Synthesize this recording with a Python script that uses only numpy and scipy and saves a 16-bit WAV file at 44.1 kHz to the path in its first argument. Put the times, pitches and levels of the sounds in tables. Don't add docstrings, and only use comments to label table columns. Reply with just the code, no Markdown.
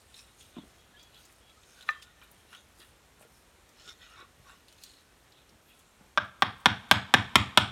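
import sys
import numpy as np
from scipy import signal
from scipy.fft import rfft, irfft
from scipy.io import wavfile
from scipy.ndimage import uniform_filter1d

SR = 44100
rng = np.random.default_rng(int(sys.argv[2]) if len(sys.argv) > 2 else 0)


def waveform_to_disk(signal):
    frames = np.transpose(np.atleast_2d(signal))
    scaled = np.clip(frames, -1, 1) * 32767
    samples = np.round(scaled).astype(np.int16)
    wavfile.write(sys.argv[1], SR, samples)


def volts(x):
    e = np.asarray(x, float) / 20
    return 10 ** e


N = 340143

# frequency in Hz, density in dB per Hz.
AIR_SPECTRUM = [(30, -7), (55, 4.5), (147, -7), (450, -9), (2700, -16), (11500, -24.5), (15200, -34),
                (16500, -43)]
# firmest moment in s, rise in s, fall in s, level in dB,
# level of the thin wood over the thick in dB.
RUBS = [(.172, 0.12, 0.24, -67.5, 9), (.408, 0.016, 0.19, -70.5, 14), (.572, 0.06, 0.075, -61.5, 4),
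        (.844, 0.29, 0.18, -73.5, 6), (.97, 0.17, 0.22, -72, 3), (1.164, 0.058, 0.14, -67, 10),
        (1.436, 0.19, 0.48, -79, 8), (1.83, 0.26, 0.2, -65, -1), (1.885, 0.022, 0.1, -51.5, -1),
        (2.026, .007, 0.24, -68.5, 5), (2.235, 0.031, 0.055, -60.5, -0.5), (2.53, 0.01, 0.055, -55, -7),
        (2.58, 0.15, 0.084, -66, 9), (2.81, 0.026, 0.12, -61.5, 1.5), (3.24, 0.084, 0.056, -69, -6),
        (3.89, 0.13, 0.068, -55.5, 4), (4.03, 0.055, 0.13, -60, 4), (4.21, 0.19, 0.075, -56.5, -5.5),
        (4.5, 0.074, 0.12, -60.5, -6), (4.7, .04, 0.46, -74, 7), (4.84, 0.043, 0.33, -67.5, 5),
        (5.37, 0.068, 0.14, -75, 20), (5.7, 0.059, 0.19, -75, 19), (5.81, 0.12, 0.12, -78, -4)]
# firmest moment in s, rise in s, fall in s, level in dB,
# level of the finest grain over the coarser in dB.
RUSTLES = [(.005, 0.028, 0.74, -71, 1), (.172, 0.065, 0.16, -60, -1), (.408, 0.069, 0.17, -62.5, 0),
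           (.666, 0.066, 0.13, -79.5, 14), (.754, .11, 0.093, -74.5, -13), (1.002, 0.03, 0.12, -72, -15),
           (1.2, .1, 0.18, -66.5, -5), (1.364, .3, 0.081, -71.5, 4), (1.752, 0.38, 0.47, -67, -3.5),
           (1.885, 0.032, 0.024, -66, 2), (2.026, 0.0091, 0.03, -55, -2), (2.24, 0.02, .04, -70, 11),
           (2.33, 0.098, 0.37, -75, 7), (2.53, 0.05, 0.16, -65, -1), (2.81, 0.1, 0.14, -64.5, 3.5),
           (3.22, 0.037, 0.054, -68.5, 15), (3.37, .13, 0.13, -69.5, 3), (3.89, 0.15, 0.069, -59.5, -12),
           (4.03, 0.082, 0.21, -69.5, -9), (4.21, 0.33, 0.071, -72, -7), (4.5, .16, 0.2, -69, -1),
           (4.7, 0.081, 0.34, -71, -4), (4.84, 0.067, 0.25, -61, -5.5), (5.72, 0.15, 0.36, -72.5, 6)]
# the eight pitches of one register in Hz, low register first.
RUBBED_PITCHES = [(1108, 1400, 1300, 1450, 1500, 1800, 1900, 2400),
                  (2814, 2560, 3400, 3300, 3000, 3760, 3600, 3900),
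                  (4680, 5280, 6300, 6500, 5460, 4240, 4800, 6870),
                  (7460, 8300, 10300, 9150, 10000, 8940, 10640, 12600)]
RESTING_TOUCH_DB = (-78.5, -115, -82, -79)
# start in s, peak in dB, pitch in Hz,
# length of ring in cycles.
TICKS = [(0.1422, -40, 3620, 42), (0.408, -44, 3060, 9.8), (0.9944, -46, 3350, 7.1),
         (1.1448, -44.5, 4000, 8.7), (1.496, -48.5, 3280, 14), (1.634, -47, 3260, 11),
         (1.7799, -52, 3230, 8.5), (1.8094, -38, 3620, 14), (1.825, -40, 3630, 8.5),
         (2.0242, -40.5, 3250, 11), (2.0284, -49, 3300, 12), (2.2159, -57, 2840, 11),
         (2.5296, -44, 2900, 11), (2.5488, -36.5, 2920, 25), (2.802, -46, 3840, 8.5),
         (3.223, -48, 2290, 6.8), (4.6823, -42, 3870, 13), (4.7254, -43, 4060, 1.5),
         (4.836, -36.5, 4270, 16), (4.9353, -48, 3370, 8.5), (5.3208, -46.5, 4070, 16),
         (5.4919, -50, 5010, 14), (1.297, -50, 1800, 6.6), (.165, -45, 3900, 44), (.19, -43, 3680, 40),
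         (1.125, -56, 3880, 40), (1.175, -47, 3880, 30), (4.783, -50, 3700, 8), (4.465, -65, 5770, 90),
         (2.222, -51, 1500, 8),
         (1.898, -41, 5340, 6.5),
    (1.907, -41, 5450, 5.3),
    (2.3136, -44.5, 11100, 9.7),
    (4.8365, -32.5, 6400, 3.8),
    (5.792, -45.5, 7400, 2.4),
    (1.029, -46, 6300, 12),
    (1.252, -45, 6750, 5.4),
    (1.325, -47.5, 7500, 8),
    (3.691, -47, 6400, 4.3),
]
# start in s, peak in dB, #
# pitch in Hz, length of ring in cycles.
THUDS = [(0.567, -35, 251, 19), (0.584, -34.5, 217, 12), (0.636, -49, 272, 10), (0.653, -59, 242, 12.5),
         (2.796, -54, 348, 28), (3.229, -53, 600, 36), (4.199, -53.5, 360, 24), (4.373, -61, 119, 8.5),
         (4.395, -53.5, 135, 8), (5.519, -58.5, 225, 37), (6.009, -50.5, 196, 11), (.41, -57, 93, 9.9),
         (.46, -66, 76.6, 9), (2.45, -58, 427, 31), (3.21, -48.5, 610, 19), (3.25, -52.5, 467, 28),
         (3.585, -58, 380, 25), (3.875, -55, 418, 32), (4.225, -50.5, 375, 19), (4.16, -55, 90, 10)]
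# start in s, peak in dB, pitch in Hz, length of ring in cycles.
FLECKS = [
    (1.902, -50, 600, 12),
    (2.216, -51, 1450, 9),
    (3.878, -49, 2900, 40),
    (6.247, -58, 8500, 9),
    (6.405, -55, 9500, 9),
    (6.409, -57, 8000, 9),
    (6.581, -60, 9000, 9),
    (6.602, -56, 8300, 9),
    (6.612, -58, 9800, 14),
    (6.89, -53, 3500, 9),
]
# frequency in Hz, gain in dB.
YARD_COLOUR = [(45, 7), (200, 8.5), (350, 0), (600, -3), (1500, -0.5), (5000, -3.5), (9000, -8.5),
               (16000, -26)]
# start in s, length in s, pitch in Hz, level in dB.
PEEPS = [(0.581, 0.058, 3350, -71.5), (0.931, 0.054, 1710, -67.5), (0.959, 0.13, 3350, -65.5),
         (1.407, 0.13, 3330, -74), (1.467, 0.053, 3880, -78), (1.494, 0.027, 1304, -75),
         (1.561, 0.031, 1264, -72), (1.928, 0.098, 3170, -68), (2.03, 0.081, 1450, -69.5),
         (1.82, 0.035, 1460, -72), (2.345, .09, 3200, -79)]
# start in s, peak in dB.
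CLACKS = [
    (1.89, -8.5),
]
# frequency in Hz, level in dB, decay time t60 in s.
TOOL_MODES = [(790, -12.5, 0.02), (1090, -13.5, 0.028), (1230, -4.5, 0.059), (1500, -6, 0.012),
              (1780, -1, 0.079), (1990, -0.5, 0.011), (2400, -5.5, 0.028), (2680, -7, 0.018),
              (3350, -12, 0.014), (4000, -9, 0.035), (4840, -11, 0.0063), (5800, -15, 0.0044)]
# start in s, length in s, pitch in Hz, level in dB.
SQUEAKS = [(3.815, .025, 3850, -73), (3.875, .05, 2150, -67), (4.01, .05, 5270, -74),
           (4.02, .08, 1950, -73), (4.025, .045, 3000, -69), (4.03, .07, 1400, -73),
           (4.045, .06, 3780, -74), (4.115, .04, 5450, -75), (4.155, .09, 2250, -71),
           (4.17, .098, 1150, -69), (4.46, .035, 5800, -73), (4.488, .045, 2760, -68),
           (6.0, .098, 860, -74)]
# start in s, peak in dB, then head, steel and trunk in dB against the handle modes.
BLOWS = [
    (6.1749, -17.5, -7.5, -14.5, -25.5),
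    (6.4221, -15, -10, -9.5, -17),
    (6.658, -11, -16.5, -10, -16.5),
    (6.9125, -9.5, -12, -8, -16),
    (7.1395, -9.5, -15, -10.5, -16.5),
    (7.356, -9.5, -38, -6, -12.5),
    (7.5745, -9.5, -15, -5, -16),
]
# grip pitch in Hz, handle pitch in Hz, then grip, neck and split fibres in dB.
LANDINGS = [
    (1110, 1560, 1.6, -10, -18),
    (1060, 1760, 4.5, -17, -7.5),
    (925, 1655, -0.8, -17, -8),
    (963, 1690, 1.2, -6, 0.2),
    (990, 1700, -1.2, -22, -7),
    (1037, 1990, 6, 0.5, 1.7),
    (913, 1430, 0, -16, -0.2),
]
# delay of the kick in s, signed share of the blow, paving echo in dB.
KICKS = [
    (.0026, .1, -3),
    (.0026, .25, -7),
    (.0031, -.3, -6),
    (.0026, .35, -7),
    (.00245, .35, -8),
    (.0029, .3, -8),
    (.00256, -.3, -9),
]
# frequency in Hz, level in dB, decay time t60 in s.
HEAD_MODES = [(503, -17, 0.0085), (573, -1.5, 0.021), (594, 4, 0.017), (706, -4.5, 0.021)]
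# frequency in Hz, level in dB, decay time t60 in s.
HANDLE_MODES = [(1450, -14, 0.035), (1598, 4, 0.014), (1710, 3.5, 0.024), (1742, 6, 0.024),
                (1970, 1, 0.0076), (2120, -13, 0.049)]
# frequency in Hz, level in dB, decay time t60 in s.
GRIP_MODES = [(990, 6, 0.012), (967, -4.5, 0.025), (1010, 0.5, 0.0068)]
# frequency in Hz, level in dB, decay time t60 in s.
NECK_MODES = [(1377, 5.5, 0.0088), (1350, -12, 0.012)]
# frequency in Hz, level in dB, decay time t60 in s.
STEEL_MODES = [(2185, 3, 0.01), (2490, 6, 0.0065), (2872, -8, 0.029), (2996, -3, 0.021), (3350, 9, 0.0068),
               (3796, -0.5, 0.016), (3990, -3.5, 0.0086), (4750, 1.5, 0.0043), (5500, -3, 0.01),
               (6560, -7, 0.0048)]
# frequency in Hz, level in dB, decay time t60 in s.
TRUNK_MODES = [(76.5, -15, 0.11), (103, -4, 0.06), (128.3, -5, 0.066), (159, -8.5, 0.052), (219, -3, 0.043),
               (294, 0, 0.038), (366, -7.5, 0.042)]
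# frequency in Hz, width in Hz, gain in dB.
MICROPHONE_PORT = [(4000, 1000, 1.5), (4770, 1260, -4), (10300, 720, -8)]


def rms_one(x):
    return x / np.sqrt(np.mean(x ** 2) + 1e-20)


def peak_one(x):
    return x / np.abs(x).max()


def coloured(x, points):
    hz, level_db = np.transpose(points)
    grid = np.arange(len(x) // 2 + 1) * SR / len(x) + 1
    gain = volts(np.interp(np.log(grid), np.log(hz), level_db))
    return irfft(rfft(x) * gain, len(x))


def above(x, hz):
    return signal.sosfilt(signal.butter(4, hz, "high", fs=SR, output="sos"), x)


def ring(force, hz, t60):
    r = volts(-60 / (t60 * SR))
    w = 2 * np.pi * hz / SR
    return signal.lfilter([0, np.sin(w)], [1, -2 * r * np.cos(w), r * r], force + 1e-18)


def add(out, s, sound):
    i = round(s * SR)
    out[i:i + len(sound)] += sound[:N - i]


def air():
    level_db, breathing_db = -63, .7
    slow = rms_one(uniform_filter1d(rng.standard_normal(N), size=9000))
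    return volts(level_db + breathing_db * slow) * rms_one(coloured(rng.standard_normal(N), AIR_SPECTRUM))


def strokes(rows):
    fall_db = 20
    blunt = 1.22
    t, power = np.arange(N // 40 + 2) * 40 / SR, 0
    for s, rise, fall, level_db, tilt_db in rows:
        shape_db = level_db - fall_db * np.maximum((s - t) / rise, (t - s) / fall) ** blunt
        power = power + volts(2 * (shape_db + tilt_db * np.array([[-.5], [.5]])))
    return [np.interp(np.arange(N) / SR, t, p) for p in power]


def brushing(per_s, size_db, cycles):
    sizes = volts(size_db * np.minimum(rng.exponential(1, N), 5)) * rng.choice([-1, 1], N)
    grains = sizes * (rng.random(N) < per_s / SR)
    dealt = rng.integers(0, 32, N)
    powers = strokes(RUBS) + strokes(RUSTLES)
    t, out = np.arange(N) / SR, np.zeros(N)
    for k, pitches in enumerate(RUBBED_PITCHES):
        touch_db = 6.7 * rng.standard_normal((len(pitches), 80))
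        rings = np.zeros(N)
        for j, hz in enumerate(pitches):
            touch = volts(np.interp(t * 10, np.arange(80), touch_db[j]))
            rings += ring(grains * (dealt == 8 * k + j) * touch, hz, cycles[k] / hz)
        rings = above(rings, pitches[0] * .45)
        even = np.sqrt(uniform_filter1d(rings ** 2, size=6000) + 1e-12)
        out += np.sqrt(powers[k] + volts(2 * RESTING_TOUCH_DB[k])) * rings / even
    return out


def small_knocks(rows, trim_db, scratch, overtones):
    out, t = np.zeros(N), np.arange(SR // 5) / SR
    for s, peak_db, hz, cycles in rows:
        touch = (t == 0) + scratch * rng.standard_normal(len(t)) * np.exp(-t / 0.0068)
        rings = sum(share * ring(touch, min(hz * ratio, 15000), cycles / hz) for ratio, share in overtones)
        add(out, s, volts(peak_db + trim_db) * peak_one(above(rings, hz * 0.6)))
    return out


def ticks():
    overtones = ((1.04, 1), (1.1, 0.061), (1.11, 0.28), (1.86, 0.26), (2.73, 0.13))
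    return small_knocks(TICKS, -3.9, 0.46, overtones)


def thuds():
    overtones = ((1, 0.9), (1.3, 0.39), (2.2, 0.059), (2.8, 0.15), (4.1, 0.16))
    return small_knocks(THUDS, -0.66, 0.029, overtones)


def yard(x):
    arrive_s, full_s, hold_s = 0.0091, 0.021, 0.022
    t = np.arange(round(.6 * SR)) / SR
    swelling_db = 454 * np.maximum(full_s - t, 0)
    dying_db = 209 * np.maximum(t - full_s - hold_s, 0)
    near_walls = volts(-17 - swelling_db - dying_db)
    far_walls = volts(-39 - 9.5 * t)
    shape = np.hypot(near_walls, far_walls) * np.minimum(t / arrive_s, 1) ** 4.7
    lumps = volts(1.36 * rms_one(uniform_filter1d(rng.standard_normal(len(t)), size=120)))
    response = coloured(rng.standard_normal(len(t)) * lumps, YARD_COLOUR) * shape * volts(-28.5)
    return signal.fftconvolve(x, response)[:N]


def whistles(rows):
    scoop, scoop_s = 0.145, 0.0116
    out = np.zeros(N)
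    for s, length, hz, level_db in rows:
        t = np.arange(round(length * SR)) / SR
        shiver = [rms_one(uniform_filter1d(v, size=300)) for v in rng.standard_normal((2, len(t)))]
        pitch = hz * (1 + 0.008 * shiver[0] - scoop * (length > .1) * np.exp(-t / scoop_s))
        tone = np.sin(2 * np.pi * np.cumsum(pitch) / SR) * volts(4.3 * shiver[1])
        add(out, s, volts(level_db + 5.0) * np.sin(np.pi * t / length) ** 0.25 * tone)
    return out


def clack():
    out, click = np.zeros(N), np.eye(1, SR // 4)[0]
    rebound = click + 0.1 * np.roll(click, round(0.0026 * SR))
    touch = signal.lfilter([.16], [1, -1.2, .36], rebound)
    for s, peak_db in CLACKS:
        rings = sum(volts(d) * ring(touch, hz, t60) * (-1) ** k for k, (hz, d, t60) in enumerate(TOOL_MODES))
        add(out, s - .0009, volts(peak_db - 5.0) * peak_one(above(rings, 810)))
    return out


def struck(force, modes, spread_db, detune, pitch=1):
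    out = 0
    for k, (hz, level_db, t60) in enumerate(modes):
        a, b = rng.standard_normal(2)
        out = out + volts(level_db + spread_db * a) * (-1) ** k * ring(force, hz * (pitch + detune * b), t60)
    return out


def contact(kick_s, kick_share):
    force = np.zeros((2, round(.3 * SR)))
    force[0, 0] = 0.0093
    force[:, round(.0006 * SR)] = 1
    gap, sign, size = rng.standard_normal((3, 8))
    slips_s = 0.00095 + np.cumsum(0.00098 * np.exp(.5001 * gap))
    force[0, (slips_s * SR).astype(int)] += 0.18 * np.exp(-slips_s / 0.005 + 0.16 * size) * np.sign(sign)
    force[0, round((.0006 + kick_s) * SR)] += kick_share
    return signal.lfilter([.36], [1, -.8, .16], force)


def split_fibres(length, peak_db):
    after = np.maximum(np.arange(length) / SR - .0006, 0)
    dying = np.exp(-after / 0.0014) + 0.12 * np.exp(-after / 0.012)
    fibres = above(rng.standard_normal(length), 3600) * (after > 0) * dying
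    top_hz = min(11000 * volts(0.093 * (peak_db - 7.0)), 19000)
    return signal.sosfilt(signal.butter(2, top_hz, fs=SR, output="sos"), fibres)


def blow(peak_db, head_db, steel_db, trunk_db, landing, kicks):
    grip_hz, handle_hz, grip_db, neck_db, fibres_db = landing
    kick_s, kick_share, paving_db = kicks
    force = contact(kick_s, kick_share)
    push = signal.lfilter([.02], [1, -1.9, .9025], force[[1, 1]])
    body = struck(force, HANDLE_MODES, 0.59, 0.01, handle_hz / HANDLE_MODES[2][0])
    body -= volts(head_db + 6.5) * struck(force, HEAD_MODES, 0.093, 0.082)
    body += volts(grip_db) * struck(force, GRIP_MODES, 0.88, 0.0058, grip_hz / GRIP_MODES[0][0])
    body -= volts(neck_db + 1.0) * struck(force, NECK_MODES, 1.0, 0.023)
    body += volts(steel_db + 8.5) * struck(force, STEEL_MODES, 1.0, 0.0066)
    trunk = above(struck(push, TRUNK_MODES, 0.28, 0.061), 48)
    body = above(body, 445) + volts(trunk_db - 7.0) * trunk
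    paving = volts(paving_db) * np.roll(body[0], round(.0051 * SR))
    wall = volts(-18) * np.roll(body[0], round(.0113 * SR))
    body[0] += paving + wall
    body += volts(fibres_db) * split_fibres(force.shape[1], peak_db)
    return body / np.sqrt(np.sum(body ** 2, axis=1, keepdims=True))


def mallet():
    out = np.zeros((2, N))
    for (s, peak_db, *colour), landing, kicks in zip(BLOWS, LANDINGS, KICKS):
        direct, around = volts(peak_db + 26) * blow(peak_db, *colour, landing, kicks)
        add(out[0], s - .0008, direct)
        add(out[1], s, around)
    return out


def scene():
    touch = brushing(per_s=9000., size_db=1.5, cycles=(60.0, 64.6, 44.7, 30.))
    hands, dull = ticks() + clack(), thuds()
    direct, around = mallet()
    echoes = yard(around + volts(-5) * hands + volts(-7) * dull)
    flecks = small_knocks(FLECKS, 0.76, 0.6, ((1, 1), (1.9, 0.37), (2.1, 0.22), (1.1, 0.11)))
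    mix = air() + touch + hands + dull + whistles(PEEPS) + whistles(SQUEAKS) + direct + echoes + flecks
    return mix[None]


def roll_off(x):
    return signal.sosfilt(signal.butter(12, 16960, fs=SR, output="sos"), x)


def record(dry):
    x = dry
    for hz, width, gain_db in MICROPHONE_PORT:
        x = x + (volts(gain_db) - 1) * signal.lfilter(*signal.iirpeak(hz, hz / width, fs=SR), x)
    x = 0.74 * np.tanh(x / 0.62)
    x = signal.sosfilt(signal.butter(2, 42, "high", fs=SR, output="sos"), x)
    x = signal.sosfilt(signal.butter(6, 16300, fs=SR, output="sos"), x)
    return roll_off(x)


dry = scene()
out = record(dry)
waveform_to_disk(out)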